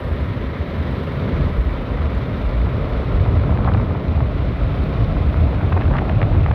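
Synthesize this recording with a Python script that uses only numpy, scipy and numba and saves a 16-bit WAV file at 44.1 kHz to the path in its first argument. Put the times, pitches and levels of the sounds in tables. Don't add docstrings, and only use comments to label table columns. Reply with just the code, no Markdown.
import sys
import numpy as np
from scipy import signal
from scipy.fft import rfft, irfft
from scipy.io import wavfile
from scipy.ndimage import uniform_filter1d, minimum_filter1d
from numba import njit

SR = 44100
rng = np.random.default_rng(int(sys.argv[2]) if len(sys.argv) > 2 else 0)


def put_to_file(sound):
    columns = np.atleast_2d(sound).T
    safe = np.clip(columns, -1, 1)
    whole_steps = np.round(safe * 32767)
    wavfile.write(sys.argv[1], SR, whole_steps.astype(np.int16))


N = 288414

# [t/s, level/dB, deep rumble's extra level/dB]
WIND = [(0, -29, 7), (.3, -25.5, -8), (.45, -30.5, 5), (.53, -31.5, -4), (.7, -29.5, -6), (.95, -26, -4),
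        (1.35, -27.5, -4), (1.52, -26, -8), (1.7, -30, 10), (1.87, -30.5, -3), (2.0, -28.5, 7),
        (2.2, -25, -6.5), (2.5, -30, 3), (2.75, -22, -4), (2.9, -28.5, 2), (3.3, -19.5, 3), (3.7, -19.5, 3),
        (4.1, -24.5, -2), (4.33, -24.5, 5), (4.5, -23.5, -1), (4.75, -24, 5), (4.93, -26.5, 2),
        (5.08, -22.5, -5), (5.3, -22, 4), (5.8, -22, 2), (6.2, -21, -9), (6.54, -16, 5)]
# [t/s, level/dB]
FLUTTER = [(0, -4), (.45, 1.5), (.8, 1.5), (1.0, -0.5), (1.18, -1), (1.27, 7), (1.45, 1.5), (1.58, -1.5),
           (2.0, 1), (2.8, 0), (3.3, -1), (4.0, 1.5), (4.6, -3.5), (5.0, 2), (5.5, -1.5), (5.9, 4),
           (6.3, 0), (6.54, -6.5)]
# [f/Hz, width/Hz, level/dB]
EDDY_HUMPS = [
    [(60.8, 20, 0)],
    [(85.6, 32, -0.5), (125.3, 58, -0.5)],
    [(163.7, 131, -0.5), (269.6, 192, -8)],
]
EDDY_DB = [-4, 1, -3]
EDDY_FOLLOWS = [0.54, 1.0, 0.52]
# [t/s, chain mesh f/Hz]
CHAIN = [(0, 253), (1.3, 256), (6.54, 303)]
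# [t/s, air level/dB, spray level/dB]
RUSH = [(0, -31.5, -49), (.25, -33, -47.5), (.5, -33.5, -48), (.95, -32, -46.5), (1.2, -31, -46.5),
        (1.35, -29, -45.5), (1.48, -31.5, -46.5), (1.69, -31.5, -48.5), (2.23, -31.5, -47.5),
        (2.76, -31, -48.5), (3.06, -29.5, -47), (3.3, -31, -48.5), (3.6, -31, -50.5), (4.13, -33, -50),
        (4.48, -33, -48.5), (4.86, -31.5, -47.5), (5.67, -32, -48.5), (5.9, -31.5, -49.5),
        (6.54, -32.5, -49)]
# [f/Hz, width/Hz, level/dB]
LOW_HUMPS = [(400.6, 238, -1.5), (556, 216, -3)]
MIDDLE_HUMPS = [(997, 302, 0.25), (1257, 320, -1.4)]
TYRE_HUMPS = [(1500, 590, -4), (1880, 570, -2), (2203, 420, -6)]
SPRAY_HUMPS = [(2840, 1210, 8), (3576, 1170, 7), (4220, 640, -12), (6260, 910, -16)]
# [t/s, level/dB, depth of its throb]
VALVE = [(0, -67.5, 0.93), (.5, -71, 0.32), (.75, -69, .5), (1.05, -67.5, 0.49), (1.4, -69, 0.44),
         (1.68, -69.5, 0.46), (1.76, -70.5, .4), (1.9, -71, 0.31), (2.4, -70, 0.43), (2.8, -71.5, 0.55),
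         (3.1, -70.5, 0.47), (3.55, -73.5, 0.45), (4.3, -74, 0.31), (4.75, -71, 0.52), (5.3, -71, 0.49),
         (5.9, -72, 0.49), (6.54, -73.5, 0.58)]
# [f/Hz, relative level per Hz/dB]
VALVE_COLOUR = [(6400, -20), (7000, -6), (8200, -2.5), (9500, -2.5), (10500, -1), (11200, -2), (12200, 0),
                (13500, -1), (14500, -5.5), (15700, -10)]
# [t/s, level/dB]
HEAVE = [(0, -32), (.35, -36), (.6, -35), (.9, -39), (1.2, -38), (1.4, -22), (1.7, -28.5), (2.1, -31),
         (2.55, -21.5), (2.85, -29), (3.15, -20), (3.35, -29), (3.75, -23), (4.1, -32), (4.55, -20.5),
         (4.8, -30), (5.05, -22), (5.3, -27), (5.6, -26), (5.85, -20.5), (6.1, -20.5), (6.54, -21.5)]
# [f/Hz, width/Hz, level/dB]
HEAVE_HUMPS = [(40.9, 23, 0)]
# [t/s, level/dB, f/Hz, half length/s before clipping]
BUFFETS = [(0.107, -24, 80, 0.035), (0.122, -25, 49, 0.015), (0.154, -29, 76, 0.035),
           (0.22, -24.5, 70.4, 0.032), (0.294, -25.0, 98, 0.035), (0.375, -23.5, 121, 0.015),
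           (0.442, -25.0, 69, 0.046), (0.609, -15.5, 79.5, 0.0073), (0.807, -18, 75.6, 0.015),
           (0.905, -25.0, 65, 0.032), (1.261, -24, 113, 0.023), (1.34, -17.5, 75, 0.015),
           (1.413, -17, 131, 0.01), (1.412, -19, 75, 0.012), (1.461, -15, 75, 0.0098),
           (1.595, -14.5, 58, 0.029), (1.665, -19, 70.5, 0.02), (1.923, -19, 53, 0.023),
           (2.05, -17.5, 75, 0.039), (2.158, -22, 61.5, 0.031), (2.465, -16.5, 57.4, 0.021),
           (2.582, -15.5, 57, 0.031), (2.658, -17, 93, 0.017), (2.659, -15.5, 61, 0.029),
           (2.816, -23, 53, 0.017), (2.966, -19.0, 56.6, 0.026), (3.202, -16, 85, 0.023),
           (3.278, -16.0, 92, 0.016), (3.315, -20.5, 65, 0.035), (3.381, -14.5, 76, 0.023),
           (3.429, -14.5, 92, 0.012), (3.509, -13.5, 76.4, 0.018), (3.64, -20, 65.6, 0.042),
           (3.757, -12, 61, 0.011), (3.763, -13, 99, 0.023), (3.802, -23, 49, 0.039),
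           (3.912, -15.5, 92, 0.017), (4.098, -16.5, 75, 0.025), (4.173, -18.5, 80, 0.021),
           (4.211, -17, 70, 0.048), (4.226, -17.5, 122.5, 0.013), (4.506, -21, 49, 0.02),
           (4.534, -20.5, 75, 0.023), (4.615, -16.5, 53, 0.024), (4.67, -15, 61, 0.0098),
           (4.738, -23, 92, 0.018), (4.805, -14.5, 62, 0.017), (5.016, -18, 57.5, 0.035),
           (5.022, -16, 114, 0.019), (5.157, -17.5, 52.5, 0.026), (5.273, -16.0, 69.4, 0.022),
           (5.395, -16.5, 78.6, 0.035), (5.446, -14.5, 75, 0.021), (5.499, -18, 61, 0.017),
           (5.648, -13.5, 98, 0.015), (5.743, -11, 86.6, 0.019), (5.875, -12, 85.5, 0.017),
           (6.126, -16, 70, 0.017), (6.161, -15, 105, 0.019), (6.242, -14.5, 98, 0.017),
           (6.372, -9.5, 86, 0.016), (6.429, -21, 61, 0.016), (6.515, -14.5, 115, 0.026)]
# [t/s, peak level/dB, centre f/Hz]
DROPS = [(0.126, -55, 12000), (1.528, -44, 4000), (1.818, -56, 9000), (2.150, -53, 7000),
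         (2.176, -52, 13100), (2.249, -47, 4000), (2.932, -45, 4000), (3.072, -38, 3800),
         (3.319, -48, 4000), (3.397, -41, 4000), (3.551, -49, 3500), (3.645, -33, 3600),
         (3.736, -28.5, 2800), (3.737, -37, 3880), (4.081, -40, 4000), (4.838, -50, 12300),
         (4.838, -58, 9000), (4.838, -33, 4000), (4.938, -38, 4000), (5.042, -59, 12500),
         (5.043, -38, 4200), (5.123, -41, 4000), (5.448, -41, 4000), (5.700, -55, 12900),
         (5.967, -58, 7500), (5.966, -38, 4300), (5.985, -47, 5600), (6.058, -59, 12000),
         (6.095, -56, 7000), (6.225, -59, 10000), (6.412, -36, 3400)]
# [t/s of the sharp spike, level/dB, centre f/Hz, upward spread/octaves, decay/s]
POPS = [(2.664, -30, 980, 0.41, 0.013), (3.2617, -24.5, 790, 0.66, 0.0036), (3.438, -25, 900, 0.61, 0.0028),
        (3.4946, -19, 750, 0.36, 0.0029), (3.5062, -27, 1000, .8, .002), (3.51, -32, 1100, .8, 0.0016),
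        (3.525, -23, 694, 0.27, .003), (3.537, -33, 800, 0.52, .003), (3.5746, -24.5, 1200, .71, 0.0017),
        (3.59, -21.5, 690, 0.37, .003), (3.604, -28, 900, 0.56, .003), (3.621, -28, 800, .6, 0.0022),
        (3.6384, -28, 1090, 0.45, .002), (3.6469, -24, 1150, 0.55, .002), (3.651, -24, 900, 0.38, .003),
        (3.66, -31, 900, .47, 0.0023), (3.6654, -31, 1200, 0.4, 0.0017), (3.6732, -29, 1100, 0.44, 0.0022),
        (3.6762, -18, 920, .36, 0.0032), (3.679, -19, 950, 0.3, 0.0022), (3.6828, -19, 1000, 0.3, .0025),
        (3.6873, -23, 1200, .5, .002), (3.69, -26, 1250, 0.6, .002), (3.698, -22, 654, 0.41, 0.0043),
        (3.719, -22.5, 1150, .4, 0.0018), (3.7406, -32, 900, 0.47, 0.0032),
        (3.7476, -20.5, 840, 0.72, 0.0042), (3.766, -37, 750, 0.55, .003), (3.7725, -29, 900, 0.45, .002),
        (3.779, -31, 1100, 0.79, 0.0024), (3.7997, -25, 1050, .63, 0.0037),
        (3.9087, -28, 980, 0.37, 0.0036), (3.952, -27, 895, 0.35, 0.0065), (4.052, -29, 900, 0.91, .003),
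        (4.177, -28, 900, 0.36, 0.0048), (4.2052, -25.5, 950, 0.63, 0.0074),
        (4.23, -30.5, 890, .36, 0.0061), (5.168, -28, 850, .5, 0.0032), (5.343, -24, 900, 0.68, 0.0032),
        (5.473, -27, 850, 0.54, .003), (5.53, -27, 800, 0.71, 0.0034), (5.608, -29, 1010, 0.51, 0.0027),
        (5.6123, -27, 1090, 0.72, .003), (5.699, -35, 910, .6, 0.0035), (5.7225, -19, 650, 0.69, .002),
        (5.7254, -21, 946, 1, 0.0026), (5.729, -27.5, 1400, 0.85, 0.0045),
        (5.7645, -22.5, 650, 0.4, 0.0029), (5.7674, -16, 696, 0.52, 0.0022),
        (5.7717, -22.5, 803, 0.82, 0.005), (5.7765, -21, 895, 0.99, 0.0022),
        (5.7794, -25, 850, 0.72, 0.0022), (5.807, -31, 890, 0.72, 0.0035), (5.8116, -25, 1200, .9, 0.0025),
        (5.817, -25, 1200, 0.77, .002), (5.8205, -25.5, 1200, 0.75, 0.0043), (5.828, -33, 1000, 0.79, .003),
        (5.855, -31, 900, 1, .003), (5.88, -30, 1000, 0.78, .003), (5.912, -21, 620, 0.39, 0.0038),
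        (5.9165, -31, 753, 1.1, 0.0036), (5.9217, -30, 850, 0.46, 0.0018), (5.93, -28, 990, 0.8, .003),
        (5.9365, -28, 950, .6, 0.0018), (5.939, -23, 950, .6, .002), (5.9464, -25, 945, 0.61, 0.0032),
        (5.95, -22, 800, 0.38, 0.0022), (5.9545, -18, 700, 0.57, 0.0022),
        (5.9573, -20.5, 1000, 0.57, 0.0015), (5.96, -25, 1000, 0.58, .002), (5.9677, -21, 1300, 1, 0.0014),
        (5.9717, -33, 1200, 0.87, .002), (5.9795, -28, 900, 0.55, .002), (5.9856, -23, 1200, 0.94, 0.0072),
        (5.9904, -19, 900, 0.73, 0.0014), (6.0, -30, 894, .7, 0.0023), (6.02, -21, 650, 0.26, 0.0059),
        (6.054, -32, 950, 0.88, 0.0052), (6.0925, -32, 1000, 1.1, 0.0037), (6.0964, -23, 1400, 1, 0.0024),
        (6.101, -21.5, 650, 0.42, 0.0054), (6.108, -28, 750, .5, .002), (6.125, -42, 2500, 0.14, 0.0039),
        (6.141, -42, 2500, .15, .004), (6.159, -38, 2500, .15, .0036), (6.195, -39, 2500, .15, .004),
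        (6.2165, -20, 1200, 1.06, 0.0016), (6.2184, -18, 890, 0.59, .002), (6.227, -27, 990, 0.86, .002),
        (6.229, -20.5, 950, 0.99, 0.0038), (6.271, -34, 700, 0.85, 0.0045), (6.317, -24, 650, 0.56, 0.0034),
        (6.352, -25.5, 753, .75, 0.004), (6.406, -38, 2490, .15, 0.0022), (6.415, -33, 603, 0.39, .003),
        (6.442, -38, 2500, 0.12, .0046), (6.4606, -25, 650, 0.7, 0.0017),
        (6.4627, -17.5, 750, 0.81, 0.0022), (6.4687, -35, 900, 0.68, .002), (6.487, -28, 800, 0.43, 0.004),
        (6.5105, -17, 620, 0.63, 0.0031), (6.514, -19, 890, 1, 0.0032)]
# [t/s, level/dB, half length/s]
TEARS = [(3.508, -47, 0.048), (3.6, -43, 0.035), (3.68, -32.5, 0.021), (3.77, -40, 0.04),
         (3.92, -37.5, 0.052), (4.21, -45.5, 0.02), (5.61, -36, 0.04), (5.73, -38.5, 0.013),
         (5.774, -45, 0.016), (5.83, -37.5, 0.029), (5.93, -39, .03), (5.98, -31, 0.03), (6.06, -40, .02),
         (6.1, -38, .025), (6.225, -39, 0.022), (6.34, -39, .04), (6.48, -42, 0.032)]

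GUST_DB, GUSTS_PER_S = 2, 15
BUFFET_FLUTTER_DB = -17
MESHES_PER_FIRING, HUM_DB = 10.56, -38.5
MIDDLE_START_DB, MIDDLE_DRIFT_DB_PER_S = -6.5, -0.15
TYRE_START_DB, TYRE_DRIFT_DB_PER_S = 7.35, -0.53
DROP_WIDTH = 0.45
SNAP = 45
POP_RISE = 0.35
TEAR_SPIKES_PER_S = 900
PORT_TOP_HZ, TOP_HZ = 6000, 15700


def undb(db):
    return 10 ** (np.asarray(db) / 20)


def unit(x):
    return x / np.sqrt(np.mean(x ** 2))


def curves(table):
    s, *columns = np.transpose(table)
    return [np.interp(np.arange(N) / SR, s, column) for column in columns]


@njit
def svf(x, hz, width):
    y, band, low = np.empty(len(x)), 0., 0.
    for i in range(len(x)):
        g, damping = np.tan(np.pi * hz[i] / SR), width[i] / hz[i]
        v = (band + g * (x[i] - low)) / (1 + g * (g + damping))
        band = 2 * v - band
        low = low + 2 * g * v
        y[i] = damping * v
    return y


def steep(x, hz, width):
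    hz, width = hz + np.zeros(len(x)), width + np.zeros(len(x))
    return svf(svf(x, hz, width), hz, width)


def walk(rate):
    hold = int(SR / rate)
    steps = np.repeat(rng.standard_normal(N // hold + 1), hold)
    return 0.84 * uniform_filter1d(uniform_filter1d(steps, hold), hold)[:N]


def humps(table, shift, flicker_db):
    out = 0
    for hz, width, db in table:
        band = unit(steep(rng.standard_normal(N), hz * shift, width * shift))
        out = out + band * undb(db + flicker_db * walk(30))
    return unit(out)


def near_buffet(s):
    return slice(max(int((s - 0.15) * SR), 0), int((s + 0.15) * SR))


def wind_levels():
    t = np.arange(N) / SR
    wind_db, deep_db = curves(WIND)
    mean_db = wind_db.mean()
    power = []
    for db, follows in zip(EDDY_DB, EDDY_FOLLOWS):
        swing_db = follows * (wind_db - mean_db) + GUST_DB * walk(GUSTS_PER_S)
        power.append(undb(db + mean_db + swing_db) ** 2)
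    deep, upper, flutter = power
    deep *= undb(deep_db) ** 2
    flutter *= undb(curves(FLUTTER)[0]) ** 2
    for s, db, _, length in BUFFETS:
        near = near_buffet(s)
        swell = np.exp(-((t[near] - s) / np.clip(length, 0.006, 0.045)) ** 2)
        flutter[near] += undb(db + BUFFET_FLUTTER_DB) ** 2 * swell
    return np.sqrt([deep, upper, flutter])


def wind(levels):
    out = 0
    for level, eddy in zip(levels, EDDY_HUMPS):
        swirl = humps(eddy, 0.95, flicker_db=0.5)
        strength = np.sqrt(uniform_filter1d(swirl ** 2, int(0.06 * SR)) + 0.028)
        out = out + level * unit(swirl / strength ** 0.7)
    return out


def crackle(level):
    gust = uniform_filter1d(level * undb(17.5), int(0.3 * SR))
    when, sign, size = rng.random((N, 3)).T
    spikes = (when < 160 * gust ** 2 / SR) * np.sign(sign - 0.5) * undb(9 * size)
    puff = rng.standard_normal(256) * np.exp(-np.arange(256) / SR / 0.0021)
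    puffs = signal.fftconvolve(spikes, unit(puff))[:N]
    dull = signal.butter(4, 2600, fs=SR, output="sos")
    return undb(-35.0) * gust * signal.sosfilt(dull, steep(puffs, 610.0, 1600.0))


def engine():
    (mesh_hz,) = curves(CHAIN)
    turns = np.cumsum(mesh_hz) / SR
    hum = np.sqrt(2) * np.sin(2 * np.pi * turns) * undb(HUM_DB)
    cycle = (turns / MESHES_PER_FIRING + 0.34) % 1
    throb = cycle / 0.3 * np.exp(1 - cycle / 0.3)
    return hum, mesh_hz / mesh_hz[0], throb


def follow_level(base_db, start_db, drift_db_per_s):
    return base_db + start_db + drift_db_per_s * np.arange(N) / SR


def rush(speed, throb):
    low_db, spray_db = curves(RUSH)
    middle_db = follow_level(low_db, MIDDLE_START_DB, MIDDLE_DRIFT_DB_PER_S)
    tyre_db = follow_level(spray_db, TYRE_START_DB, TYRE_DRIFT_DB_PER_S)
    gusts = walk(45) + 0.7 * walk(150)
    low = humps(LOW_HUMPS, speed ** 0.81, flicker_db=0.8) * undb(low_db + gusts)
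    middle = humps(MIDDLE_HUMPS, speed ** 0.41, flicker_db=0.5) * undb(middle_db + gusts)
    tyre = unit((1 + 0.5 * throb) * humps(TYRE_HUMPS, speed ** 0.71, flicker_db=0.0))
    tyre = tyre * undb(tyre_db + 0.5 * gusts + 0.53 * walk(9))
    spray = unit((1 + 0.51 * throb) * humps(SPRAY_HUMPS, speed ** 0.048, flicker_db=0.5))
    spray = spray * undb(spray_db + 0.87 * gusts)
    return low + middle + tyre + spray


def clatter(throb):
    hz, db = np.transpose(VALVE_COLOUR)
    level_db, depth = curves(VALVE)
    f = np.arange(N // 2 + 1) * SR / N + 1
    colour = undb(np.interp(np.log(f), np.log(hz), db)) * (f > hz[0])
    hiss = 0
    for centre in np.arange(6400, 16400, 1600):
        flicker_db = 1.8 * walk(300) + 1.2 * walk(25) + 1.1 * walk(3.7)
        grain = rng.standard_normal(N) * undb(flicker_db)
        band = np.clip(1 - np.abs(f - centre) / 1600, 0, 1) ** 0.5
        hiss = hiss + irfft(rfft(grain) * colour * band, N)
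    firing = 1 + depth * (throb - throb.mean())
    return undb(level_db + 0.62 * walk(60)) * firing * unit(hiss)


def heave():
    return humps(HEAVE_HUMPS, 0.99, flicker_db=4.5) * undb(curves(HEAVE)[0])


def buffets():
    out, t = np.zeros(N), np.arange(N) / SR
    for (s, db, hz, length), turn in zip(BUFFETS, rng.random(len(BUFFETS))):
        near = near_buffet(s)
        dt = t[near] - s
        swing = np.sqrt(2) * np.cos(2 * np.pi * (hz * dt + turn))
        swell = np.exp(-0.5 * (dt / np.clip(length, 0.006, 0.045)) ** 2)
        out[near] += undb(db) * swing * swell
    return out


def drops():
    out, t = np.zeros((2, N + 512)), np.arange(512) / SR
    splashes = rng.standard_normal((len(DROPS), 512))
    for (s, db, hz), splash in zip(DROPS, splashes):
        tick = splash * t * np.exp(-t / 0.0005)
        for _ in range(2):
            tick = steep(tick, hz, DROP_WIDTH * hz)
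        place, at = int(hz > PORT_TOP_HZ), int(s * SR)
        out[place, at:at + 512] += undb(db) * tick / np.abs(tick).max()
    return out[:, :N]


def pops():
    lead, size = 512, 4096
    out, t = np.zeros(N + size), (np.arange(size) - lead) / SR
    f = np.arange(size // 2 + 1) * SR / size + 1
    air = rng.standard_normal((len(POPS), size))
    spikes = air * np.abs(air) ** 2.0
    spikes[:, lead] += SNAP * np.sign(air[:, lead])
    for (s, db, hz, octaves, length), puff in zip(POPS, spikes):
        spread = octaves * np.where(f < hz, 1.6, 1)
        colour = np.exp(-0.5 * (np.log2(f / hz) / spread) ** 2) / (1 + (f / 3500) ** 6)
        shape = np.exp(-(t / (length * np.where(t < 0, POP_RISE, 1))) ** 2)
        burst = irfft(rfft(puff) * colour) * shape
        strength = np.sqrt(np.sum(burst ** 2) / np.sum(shape ** 2))
        at = int(s * SR) - lead
        out[at:at + size] += undb(db) * burst / strength
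    return out[:N]


def tearing():
    t = np.arange(N) / SR
    power = sum(undb(db) ** 2 * np.exp(-((t - s) / length) ** 2) for s, db, length in TEARS)
    when, sign, size = rng.random((N, 3)).T
    spikes = (when < TEAR_SPIKES_PER_S / SR) * np.sign(sign - 0.5) * undb(14 * size)
    dull = signal.butter(4, 2000, fs=SR, output="sos")
    return np.sqrt(power) * unit(signal.sosfilt(dull, steep(spikes, 610.0, 1700.0)))


def scene():
    levels = wind_levels()
    hum, speed, throb = engine()
    drops_in_port, drops_on_case = drops()
    air = wind(levels) + crackle(levels[1]) + heave() + buffets() + pops() + tearing()
    in_port = air + rush(speed, throb) + hum + drops_in_port
    cavity = signal.butter(8, PORT_TOP_HZ, fs=SR, output="sos")
    return (signal.sosfilt(cavity, in_port) + clatter(throb) + drops_on_case)[None]


def record(dry):
    dry = signal.sosfilt(signal.butter(4, 40, "high", fs=SR, output="sos"), dry)
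    span = int(0.02 * SR)
    peak = -minimum_filter1d(-np.abs(dry), span)
    gain = uniform_filter1d(np.minimum(1, 0.58 / (peak + 1e-9)) ** 0.8, span)
    top_cut = signal.ellip(12, 0.2, 80, TOP_HZ, fs=SR, output="sos")
    return signal.sosfilt(top_cut, dry * gain)


dry = scene()
out = record(dry)
put_to_file(out)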